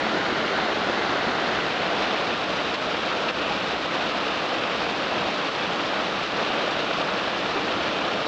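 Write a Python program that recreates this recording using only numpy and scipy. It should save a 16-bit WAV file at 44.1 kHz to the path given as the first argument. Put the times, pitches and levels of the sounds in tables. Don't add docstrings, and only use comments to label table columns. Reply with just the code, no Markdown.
import sys
import numpy as np
from scipy import signal
from scipy.fft import rfft, irfft
from scipy.io import wavfile

SR = 44100
rng = np.random.default_rng(int(sys.argv[2]) if len(sys.argv) > 2 else 0)


def materialize(psi):
    bounded = np.clip(np.atleast_2d(psi).T, -1, 1)
    quanta = np.round(bounded * 32767).astype(np.int16)
    wavfile.write(sys.argv[1], SR, quanta)


N = 364707
TIME = np.arange(N) / SR
FREQ = np.maximum(np.arange(N // 2 + 1) * SR / N, 1)

# frequency in Hz, relative level in dB.
FALL_SPECTRUM = [(15, -39.5), (25, -29), (54, -20), (92, -14.5), (219, -3.5), (311, -1.5), (488, -1.5),
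                 (745, -2), (1080, -4), (1500, -6), (2070, -7), (2410, -8.5), (4280, -15.5), (6870, -32),
                 (9750, -62.5), (12700, -100), (21400, -120)]
# frequency in Hz, relative level in dB.
STREAM_SPECTRUM = [(15, -40.5), (25, -24.5), (54, -19.5), (143, -8), (289, 0), (430, 0), (526, -0.5),
                   (888, -3), (1290, -5.5), (2180, -9.5), (2730, -9), (3780, -10.5), (5490, -21),
                   (7410, -35), (9750, -61), (12700, -98), (21400, -120)]
# centre in Hz, width in Hz, lift in dB.
FALL_WALL_BANDS = [(64, 18, 5), (180, 30, 1), (225, 20, 3.5), (248, 22, -3.5), (723, 140, 1.5),
                   (930, 260, -1), (1440, 300, 2.5), (2440, 520, -2.5), (3780, 900, 1.5)]
# centre in Hz, width in Hz, lift in dB.
STREAM_WALL_BANDS = [(64, 11, 8), (98, 16, 1), (193, 43, 3), (250, 47, -2), (313, 44, 0.5), (387, 99, -3),
                     (706, 180, 1), (935, 260, -2), (1320, 680, 2.5), (2150, 210, -1.5), (2580, 980, 2.5),
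                     (3700, 700, 0.5)]
# peak time in seconds, length in seconds, lift in dB, centre in Hz.
ROCK_GUSHES = [(0.65, 0.17, 1.5, 677), (1.133, 0.08, 1, 850), (1.33, 0.2, 1.1, 900), (2.098, 1, 0.5, 2510),
               (2.095, 0.35, 3, 620), (2.314, 0.074, 2, 620), (3.135, 0.064, 2.5, 900),
               (3.95, 0.07, 1.5, 954), (4.28, 0.089, 0.8, 950), (5.134, 0.22, 2.1, 940),
               (5.43, 0.09, -0.1, 900), (5.783, 0.055, 1.5, 750), (5.964, 0.12, 2.1, 700),
               (6.409, 0.087, 2.5, 700), (6.608, 0.17, 2.5, 800), (7.118, 0.19, 1.3, 680),
               (7.65, 0.33, 1.9, 423), (8.073, 0.16, 2.2, 420)]
# start in seconds, relative level in dB, starting pitch in Hz.
LOW_BLIPS = [(0.325, -19, 312), (0.59, -16.5, 742), (0.897, -17, 510), (1.27, -23, 240), (2.598, -21, 590),
             (2.869, -19, 614), (3.511, -15, 790), (5.269, -22.5, 304), (6.39, -21, 544), (6.504, -16, 720),
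             (6.769, -17.5, 640), (6.984, -16.5, 650), (7.559, -18, 395)]
# start in seconds, level in dB, centre in Hz.
NEAR_SPLASHES = [(0.597, -32, 3000), (2.435, -40, 4800), (2.739, -32, 4500), (2.966, -38, 4970),
                 (3.099, -34, 5000), (3.284, -28, 2800), (3.423, -37, 4800), (4.633, -29, 2800),
                 (4.826, -38, 4800), (4.888, -28.5, 2800), (5.464, -34, 3800), (5.648, -32, 2800),
                 (5.843, -42, 4800), (7.01, -33, 2800)]
# start in seconds, depth in dB.
LEVEL_DIPS = [(2.36, 2.5), (2.455, 1.5), (2.62, 1.8), (2.758, 3.6), (3.312, 6), (3.77, 2.3), (3.865, 3),
              (5.495, 2.5), (6.095, 0.8), (6.265, 2.2)]


def foam(flicker_db, flicker_per_s):
    noise, out = rfft(rng.standard_normal(N)), 0
    octave = np.log2(np.clip(FREQ / 80, 1, 128))
    for band in np.arange(np.ceil(octave.max()) + 1):
        share = np.maximum(1 - np.abs(octave - band), 0)
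        out = out + irfft(noise * share, N) * undb(flicker_db * wander(flicker_per_s))
    return unit(out)


def drops(per_s, spread_db, clump_db, clumps_per_s):
    chance = per_s / SR * undb(clump_db * wander(clumps_per_s))
    lands = rng.random(N) < chance
    size = undb(spread_db * rng.uniform(-1.2, 1, N))
    polarity = np.sign(rng.standard_normal(N))
    return unit(lands * size * polarity)


def bubble(hz, cycles, rise):
    decay_s = cycles / hz
    t = np.arange(min(int(5 * decay_s * SR), SR)) / SR
    phase = 2 * np.pi * hz * t * (1 + rise * t / decay_s / 2)
    return np.sin(phase) * np.exp(-t / decay_s)


def bubbles(low_hz, high_hz, cycles, rise, spread_db, count):
    out = np.zeros(N)
    for when, pitch, size, life in rng.random((count, 4)):
        hz = low_hz * (high_hz / low_hz) ** pitch
        ring = bubble(hz, cycles * (.5 + life), rise) * hz
        add(out, when * N / SR, ring * undb(spread_db * size))
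    return unit(out)


def gushes(water, octaves, lull_db):
    spectrum = rfft(water)
    middle = irfft(spectrum * bell(680, octaves), N)
    out = water + (undb(lull_db) - 1) * middle
    for peak_s, length_s, lift_db, centre_hz in ROCK_GUSHES:
        swell = undb(lift_db * hump(TIME - peak_s, length_s))
        out = out + (swell - 1) * irfft(spectrum * bell(centre_hz, octaves), N)
    return out


def spray(water, centre_hz, octaves, flicker_db, flicker_per_s):
    bright_edge = irfft(rfft(water) * bell(centre_hz, octaves), N)
    flurries = unit(undb(flicker_db * wander(flicker_per_s)))
    return water + (flurries - 1) * bright_edge


def low_blips(cycles, rise, gain_db):
    out = np.zeros(N)
    for start_s, db, hz in LOW_BLIPS:
        add(out, start_s, undb(db + gain_db) * bubble(hz, cycles, rise))
    return out


def splashes(rise_s, octaves):
    patter = drops(per_s=5300, spread_db=-1.5, clump_db=3.0, clumps_per_s=39)
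    spectrum = rfft(gorge(patter, STREAM_SPECTRUM, STREAM_WALL_BANDS))
    out = 0
    for start_s, db, centre_hz in NEAR_SPLASHES:
        age = np.maximum(TIME - start_s, 0) / rise_s
        burst = unit(irfft(spectrum * bell(centre_hz, octaves), N))
        out = out + undb(db) * age * np.exp(1 - age) * burst
    return out


def gorge(water, spectrum, wall_bands):
    hz, db = np.transpose(spectrum)
    shape_db = np.interp(np.log(FREQ), np.log(hz), db)
    for centre_hz, width_hz, lift_db in wall_bands:
        shape_db = shape_db + lift_db * hump(FREQ - centre_hz, width_hz)
    return unit(irfft(rfft(water) * undb(shape_db), N))


def dips(drop_s, recover_s):
    db = 0
    for start_s, depth_db in LEVEL_DIPS:
        age = np.maximum(TIME - start_s, 0)
        db = db - depth_db * np.minimum(age / drop_s, 1) * np.exp(-(age / recover_s) ** 2)
    return undb(db - db.mean())


def wander(per_s):
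    slow = irfft(rfft(rng.standard_normal(N)) / (1 + (FREQ / per_s) ** 2), N)
    return unit(slow - slow.mean())


def bell(centre_hz, octaves):
    return np.exp(-(np.log2(FREQ / centre_hz) / octaves) ** 2)


def hump(offset, width):
    return 2 ** -((2 * offset / width) ** 2)


def add(out, start_s, sound):
    start = int(start_s * SR)
    out[start:start + len(sound)] += sound[:N - start]


def undb(db):
    return 10 ** (np.asarray(db) / 20)


def unit(x):
    return x / np.sqrt(np.mean(x ** 2))


def scene():
    roar = foam(flicker_db=0.64, flicker_per_s=14)
    spatter = undb(-4.5) * drops(per_s=1800, spread_db=5.5, clump_db=0.66, clumps_per_s=25)
    gurgle = bubbles(low_hz=252.2, high_hz=5600, cycles=3.9, rise=0.021, spread_db=5.5, count=6000)
    water = gushes(roar + spatter + undb(-14.5) * gurgle, octaves=1.3, lull_db=-0.07)
    water = water * undb(0.31 * wander(per_s=19))
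    at_fall = undb(-24) * gorge(water, FALL_SPECTRUM, FALL_WALL_BANDS)

    burble = bubbles(low_hz=482, high_hz=1391, cycles=5, rise=0.04, spread_db=11, count=450)
    stream = water + undb(-20.5) * burble
    stream = spray(stream, centre_hz=5400, octaves=0.6, flicker_db=1.03, flicker_per_s=54)
    at_stream = undb(-25.5) * gorge(stream, STREAM_SPECTRUM, STREAM_WALL_BANDS)

    fade_start_s, fade_end_s = 1.3, 2.1
    fade = np.clip((TIME - fade_start_s) / (fade_end_s - fade_start_s), 0, 1)
    rush = (1 - fade) * at_fall + fade * at_stream
    sound = rush + low_blips(cycles=5.0, rise=0.024, gain_db=-2.0) + splashes(rise_s=0.0052, octaves=1)
    return (sound * dips(drop_s=0.0022, recover_s=0.041))[None]


def record(dry):
    top_hz = 10400
    return signal.sosfilt(signal.ellip(8, .2, 70, top_hz, fs=SR, output="sos"), dry)


dry = scene()
out = record(dry)
materialize(out)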